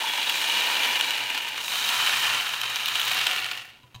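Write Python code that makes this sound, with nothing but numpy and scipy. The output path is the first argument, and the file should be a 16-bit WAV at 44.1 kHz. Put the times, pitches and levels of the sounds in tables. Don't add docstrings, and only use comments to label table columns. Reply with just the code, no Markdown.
import sys
import numpy as np
from scipy import signal
from scipy.fft import rfft, irfft, next_fast_len
from scipy.io import wavfile

SR = 44100
rng = np.random.default_rng(int(sys.argv[2]) if len(sys.argv) > 2 else 0)


def int16_out(signal):
    q = np.round(np.clip(np.atleast_2d(signal).T, -1, 1) * 32767)
    wavfile.write(sys.argv[1], SR, q.astype(np.int16))


N = 176400

# start_s, rattle_db, treble_db
FLOW = [(0, -29, -38.5), (.25, -28.5, -38.5), (.4, -28.5, -35), (.52, -24.5, -34.5), (.85, -24, -36),
        (1.05, -27, -37.5), (1.25, -29, -41.5), (1.56, -33.5, -45.5), (1.67, -36.5, -37),
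        (1.72, -31.5, -35.5), (2.05, -23.5, -33), (2.33, -25, -35.5), (2.46, -28, -39), (2.58, -32, -42.5),
        (2.85, -30.5, -40), (3.1, -28.5, -36.5), (3.35, -27.5, -40), (3.58, -37, -50), (3.78, -58.5, -73),
        (3.9, -67, -76)]
def seed_stream():
    flow_db, clump = curve(FLOW), clumps()
    strength = np.hypot(undb(flow_db), clump)
    treble = np.hypot(undb(curve(FLOW, axis=2) - .5), clump * undb(-13))
    hits = impacts(20 * np.log10(strength))
    rattle = (cup_body(hits) + undb(-10) * kernels(hits)) * strength
    hiss = (crackle(hits, flow_db) + undb(-9) * husk_pings(flow_db)) * treble
    pour = rattle + hiss + cup_wall(hits) + cup_rim(hits) + tube_air(hits)
    return low_cut(pour, hz=176) + table_rumble(hits)

SEEDS_PER_S, FULL_FLOW_DB, THINNING_PER_DB = 3800, -26, .05
SEED_SPREAD_DB, SURGE_DB, SURGES_PER_S = 3.2, .9, 70
def impacts(flow_db):
    rate = SEEDS_PER_S * np.exp(THINNING_PER_DB * (flow_db - FULL_FLOW_DB))
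    surge = np.interp(np.arange(N) / SR * SURGES_PER_S, np.arange(N), rng.standard_normal(N))
    size = undb(SEED_SPREAD_DB * np.clip(rng.standard_normal(N), -2, 2) + SURGE_DB * surge)
    return (rng.random(N) < rate / SR) * size * rng.choice([-1, 1], N) / np.sqrt(rate)

# start_s, relative_level_db
CLUMPS = [(0.019, -24), (.075, -33.5), (0.132, -23), (0.173, -23.5), (.292, -36), (0.352, -21),
          (0.439, -23), (0.494, -22), (.829, -23), (.852, -25), (1.005, -33), (1.174, -26), (1.298, -21.5),
          (1.343, -22.5), (1.375, -24.5), (1.417, -27.5), (1.482, -25), (1.574, -25.5), (1.599, -30.5),
          (1.752, -25), (1.884, -26), (1.92, -28.5), (1.94, -23), (2.09, -22.5), (2.234, -19.5),
          (2.262, -20.5), (2.342, -22.5), (2.406, -25), (2.488, -24.5), (2.534, -24), (2.571, -30),
          (2.629, -24), (2.682, -41), (2.652, -38), (2.695, -25.5), (2.759, -25.5), (2.88, -22.5),
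          (2.953, -21.5), (2.965, -33), (3.074, -20.5), (3.111, -19.5), (3.166, -21), (3.21, -29),
          (3.267, -28), (3.329, -24), (3.358, -22), (3.457, -26.5), (3.514, -28), (3.571, -30.5),
          (3.616, -37), (3.649, -37), (3.684, -44), (3.768, -57)]
def clumps(rise_s=.005, fall_s=.007):
    out, t = np.zeros(N), np.arange(SR // 10) / SR
    swell = np.minimum(t / rise_s, np.exp((rise_s - t) / fall_s))
    for start_s, level_db in CLUMPS:
        add(out, undb(level_db - .5) * swell, start_s)
    return out

# frequency_hz, gain_db
FULL_CLICK = [(90, -65), (180, -22), (260, -5), (370, -9), (520, -3), (640, -7), (800, 0), (1150, -2),
              (1800, 1.5), (3000, 6), (4300, 2), (5200, -8.5), (7000, -21.5), (12000, -44)]
HALF_CLICK = [(90, -36), (200, -15), (400, -24), (640, -15), (850, 5.5), (1400, 7.5), (2050, 5.5),
              (3000, 7), (4300, 4.5), (5200, -3), (7000, -12), (12000, -19)]
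EMPTY_CLICK = [(200, -19.5), (400, -12.5), (640, -14), (950, -2), (1400, -2.5), (2050, -4), (3000, 4),
               (4300, -1), (5200, -9), (7000, -24), (12000, -37)]
# pitch_hz, bandwidth_hz, gain_db
FULL_MODES = [(1557, 130, -10.5), (1803, 90, -10), (2380, 92, -4.5), (2450, 110, -9.5), (2820, 115, -7),
              (2886, 68, -3.5), (3040, 30, -9)]
HALF_MODES = [(735.4, 11, -15), (898, 45, -13), (1013, 33, -10), (1280, 100, -8), (1427, 140, -5),
              (1770, 130, -2.5), (2320, 130, -7), (2470, 99, 0), (2790, 79, -1), (3004, 89, 1),
              (3115, 84, 0)]
EMPTY_MODES = [(746, 24, -10), (1310, 110, -9), (1435, 66, -3.5), (1785, 51, -4.5), (1910, 99, -3),
               (2256, 120, -1.5), (2560, 170, -14), (2773, 85, 2), (2840, 81, -5), (3220, 210, -13)]
def cup_body(hits):
    ticks = clicks(hits, decay_s=.00065)
    full = undb(-5) * unit(colour(ticks, FULL_CLICK)) + undb(-3.5) * resonate(hits, FULL_MODES)
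    half = undb(-5) * unit(colour(ticks, HALF_CLICK)) + undb(-2.5) * resonate(hits, HALF_MODES)
    empty = undb(-5) * unit(colour(ticks, EMPTY_CLICK)) + undb(-4) * resonate(hits, EMPTY_MODES)
    tipped, emptied = ramp(centre_s=1.587, length_s=.12), ramp(centre_s=3.16, length_s=.22)
    return np.sqrt(1 - tipped) * full + np.sqrt(tipped * (1 - emptied)) * half + np.sqrt(emptied) * empty

def kernels(hits, threshold_db=5.7, bandwidth_hz=130):
    out, t = np.zeros(N), np.arange(1024) / SR
    pitch_hz = rng.uniform(2250, 3250, N)
    decay = np.exp(-np.pi * bandwidth_hz * t)
    for i in np.flatnonzero(np.abs(hits) * np.sqrt(SEEDS_PER_S) > undb(threshold_db)):
        add(out, hits[i] * np.sin(2 * np.pi * pitch_hz[i] * t) * decay, i / SR)
    return unit(out)

# frequency_hz, gain_db
CRACKLE = [(2000, -6.5), (4200, -2.5), (5400, 0.5), (6400, 2), (7800, -3), (9800, -2.5), (11400, -11.5),
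           (12400, -7), (13500, -9), (14700, -15), (15800, -12.5)]
def crackle(hits, flow_db, decay_s=.0011):
    struck = clicks(hits, decay_s)
    rubbed = undb(.5) * clicks(impacts(flow_db), decay_s)
    return unit(colour(struck + rubbed, CRACKLE))

# pitch_hz, bandwidth_hz, gain_db
HUSK_MODES = [(13000, 480, -3), (13900, 650, 3), (14500, 800, 2)]
def husk_pings(flow_db, share=.4):
    return resonate(impacts(flow_db) * (rng.random(N) < share), HUSK_MODES)

# pitch_hz, bandwidth_hz, gain_db
WALL_MODES = [(3765, 170, -8.5), (3800, 116, 3.5), (3920, 170, -2.5), (4140, 90, -8), (4550, 310, -10)]
# start_s, level_db
WALL_RING = [(0, -41), (.32, -35), (.6, -34), (.95, -46.5), (1.12, -36.5), (1.4, -53), (1.75, -34),
             (2.1, -33.5), (2.55, -40.5), (2.97, -34), (3.3, -38.5), (3.6, -63), (3.85, -81)]
def cup_wall(hits):
    return resonate(hits, WALL_MODES) * undb(curve(WALL_RING))

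# pitch_hz, bandwidth_hz, gain_db
RIM_MODES = [(3350, 31, 2), (3430, 42, -8)]
# start_s, level_db
RIM_RING = [(0, -34.5), (.3, -38), (.45, -38), (.8, -39), (1.2, -52), (1.7, -60), (2, -100)]
def cup_rim(hits):
    return resonate(hits, RIM_MODES) * undb(curve(RIM_RING))

# pitch_hz, bandwidth_hz, gain_db
TUBE_MODES = [(888, 36, -1.4), (960, 38, -0.12)]
# start_s, level_db
TUBE_RING = [(0, -36.5), (.16, -41), (.25, -41.5), (.4, -39), (.65, -35), (.9, -37.5), (1.3, -43.5),
             (1.65, -47.5), (2.1, -41.5), (2.6, -54), (3.7, -76)]
def tube_air(hits):
    return resonate(hits, TUBE_MODES) * undb(curve(TUBE_RING))

# start_s, peak_db
DROPS = [(.022, -24), (.037, -23), (.07, -27), (.136, -24.5), (.182, -23.5), (1.6, -32)]
def tube_pops():
    out = np.zeros(N)
    for start_s, peak_db in DROPS:
        add(out, undb(peak_db) * ring(TUBE_MODES), start_s)
    return out

# start_s, crack_gain_db, ring_gain_db
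SNAPS = [(.157, -29, -23), (.229, -26, -27), (.296, -19, -17), (1.01, -20, -18.5), (1.1073, -22, -28),
         (1.183, -37, -20), (1.298, -31, -34), (1.376, -27, -18.5), (1.681, -24, -32), (1.89, -19, -15),
         (2.408, -31, -21), (2.615, -22, -19), (2.7588, -21, -23), (2.858, -24, -17.5), (2.8803, -26, -31),
         (2.885, -26, -21), (2.955, -28, -19), (2.968, -40, -28), (2.9743, -42, -28), (2.997, -24, -19),
         (3.015, -24, -20), (3.189, -25.5, -18), (3.213, -25, -14.5), (3.2672, -24, -11),
         (3.2692, -20, -15), (3.3122, -25.5, -26), (3.375, -29, -21), (3.444, -26, -19), (3.512, -33, -25),
         (3.515, -29, -19.5)]
# frequency_hz, gain_db
SNAP_SPECTRUM = [(300, -42), (900, -31), (3000, 21), (5000, 6), (9500, -1), (11400, -8.5), (14000, 3),
                 (16000, -18)]
def seed_snaps():
    out = np.zeros(N)
    for start_s, crack_db, ring_db in SNAPS:
        crack = colour(burst(decay_s=.0014, size=4096), SNAP_SPECTRUM)
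        add(out, undb(crack_db) * crack + undb(ring_db) * ring(HALF_MODES), start_s)
    return low_cut(out, hz=1020)

# start_s, gain_db
FLICKS = [(2.858, -19), (2.886, -25), (2.956, -28), (3.001, -19), (3.052, -21), (3.056, -22), (3.076, -28),
          (3.082, -22), (3.132, -22), (3.146, -20), (3.19, -23), (3.315, -25)]
# frequency_hz, gain_db
FLICK_SPECTRUM = [(2000, -32), (5000, -9), (9000, -5), (11400, -6), (13500, 1), (16000, -2)]
def husk_flicks():
    out = np.zeros(N)
    for start_s, gain_db in FLICKS:
        add(out, undb(gain_db) * colour(burst(decay_s=.0014), FLICK_SPECTRUM), start_s)
    return out

TABLE_HZ, TABLE_BANDWIDTH_HZ, THUMP_DECAY_S = 119, 10.4, .016
# start_s, thump_db, clack_db
KNOCKS = [(3.832, -58, -49), (3.841, -48.5, -58), (3.945, -45, -35.5), (3.95, -40, -33), (3.96, -38.5, -38)]
# pitch_hz, bandwidth_hz, gain_db
CLACK_MODES = [(756, 110, -8), (1110, 130, -3), (1660, 140, -8), (2580, 120, -4), (3000, 200, -11),
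               (3800, 100, 2), (4000, 150, 0), (6200, 300, -18), (6500, 270, -7)]
LASTING_MODES = [(988, 19, 0)]
def table_knocks():
    out, t = np.zeros(N), np.arange(SR // 4) / SR
    thump = np.sin(2 * np.pi * TABLE_HZ * t) * np.exp(-t / THUMP_DECAY_S)
    for start_s, thump_db, clack_db in KNOCKS:
        clack = ring(CLACK_MODES) + .12 * colour(burst(decay_s=.0075, size=4096), SNAP_SPECTRUM)
        add(out, undb(clack_db) * clack, start_s)
        add(out, undb(-56) * ring(LASTING_MODES, size=8192), start_s)
        add(out, undb(thump_db) * thump, start_s)
    return out

# start_s, level_db
TABLE_RUMBLE = [(0, -71.5), (1.2, -66), (1.7, -64.5), (2.1, -56.5), (2.7, -63), (3.1, -59), (3.7, -66.5),
                (4, -71)]
def table_rumble(hits):
    mode = signal.iirpeak(TABLE_HZ, TABLE_HZ / TABLE_BANDWIDTH_HZ, fs=SR)
    rumble = unit(signal.lfilter(*mode, hits))
    return low_cut(rumble, TABLE_HZ / 2) * undb(curve(TABLE_RUMBLE))

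def room(x, t60_s=.48, build_up_s=.014, level_db=-11):
    t = np.arange(SR // 2) / SR
    tail = rng.standard_normal(len(t)) * np.minimum(t / build_up_s, 1) * np.exp(-np.log(1000) * t / t60_s)
    return x + undb(level_db) * signal.fftconvolve(x, tail / np.linalg.norm(tail))[:N]

# frequency_hz, gain_db
AMBIENCE = [(20, -13), (38, -26), (56, -3.5), (80, -7), (120, -7), (300, -6.5), (1000, -13), (3000, -22),
            (8000, -29), (16000, -28)]
def ambience(level_db=-62.5):
    return undb(level_db) * unit(colour(rng.standard_normal(N), AMBIENCE))

RING_CUT_HZ = 500
def resonate(hits, modes, places=3, pitch_scatter=.008):
    out, at = np.zeros(N), np.flatnonzero(hits)
    for hz, bandwidth_hz, db in modes:
        place = rng.integers(places, size=N)[at]
        size = (hits * rng.uniform(-1.016, 1, N))[at]
        radius = np.exp(-np.pi * bandwidth_hz / SR)
        for k, shift in enumerate(np.linspace(-1, 1, places)):
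            angle = 2 * np.pi * hz * (1 + pitch_scatter * shift) / SR
            force = np.full(N, 1e-18)
            force[at] += size * (place == k)
            response = signal.lfilter([np.sin(angle)], [1, -2 * radius * np.cos(angle), radius ** 2], force)
            out += undb(db) * np.sqrt(bandwidth_hz) * response
    return unit(low_cut(out, RING_CUT_HZ))

def ring(modes, size=4096):
    out, t = np.zeros(size), np.arange(size) / SR
    for (hz, bandwidth_hz, db), sign in zip(modes, rng.choice([-1, 1], len(modes))):
        envelope = undb(db) * np.sqrt(bandwidth_hz) * np.exp(-np.pi * bandwidth_hz * t)
        out += sign * envelope * np.sin(2 * np.pi * hz * t)
    out = low_cut(out, RING_CUT_HZ)
    return out / np.abs(out).max()

def clicks(hits, decay_s):
    power = signal.lfilter([1], [1, -np.exp(-2 / (decay_s * SR))], hits ** 2 + 1e-18)
    return unit(np.sqrt(power) * rng.standard_normal(N))

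def burst(decay_s, size=1024):
    return rng.standard_normal(size) * np.exp(-np.arange(size) / SR / decay_s)

def colour(x, points):
    hz, db = np.array(points, float).T
    size = next_fast_len(len(x) + 4096, True)
    size += size % 2
    gain_db = np.interp(np.log(np.fft.rfftfreq(size, 1 / SR) + 1), np.log(hz), db)
    cepstrum = irfft(np.log(undb(gain_db)))
    cepstrum[1:size // 2] *= 2
    cepstrum[size // 2 + 1:] = 0
    return irfft(rfft(x, size) * np.exp(rfft(cepstrum)))[:len(x)]

def low_cut(x, hz):
    return signal.sosfilt(signal.butter(4, hz, "highpass", fs=SR, output="sos"), x)

def curve(table, axis=1):
    rows = np.array(table, float)
    return np.interp(np.arange(N) / SR, rows[:, 0], rows[:, axis])

def ramp(centre_s, length_s):
    return np.clip((np.arange(N) / SR - centre_s) / length_s + .5, 0, 1)

def add(out, x, start_s):
    i = int(np.clip(start_s * SR, 0, N - 1))
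    out[i:i + len(x)] += x[:N - i]

def undb(db):
    return 10 ** (np.asarray(db) / 20)

def unit(x):
    return x / np.sqrt(np.mean(x ** 2) + 1e-18)

def scene():
    hush = ambience()
    direct = seed_stream() + tube_pops() + seed_snaps() + husk_flicks() + table_knocks()
    return (room(direct) + hush)[None]

def record(dry, cutoff_hz=15800):
    return signal.sosfilt(signal.ellip(12, .2, 80, cutoff_hz, fs=SR, output="sos"), dry)

dry = scene()
out = record(dry)
int16_out(out)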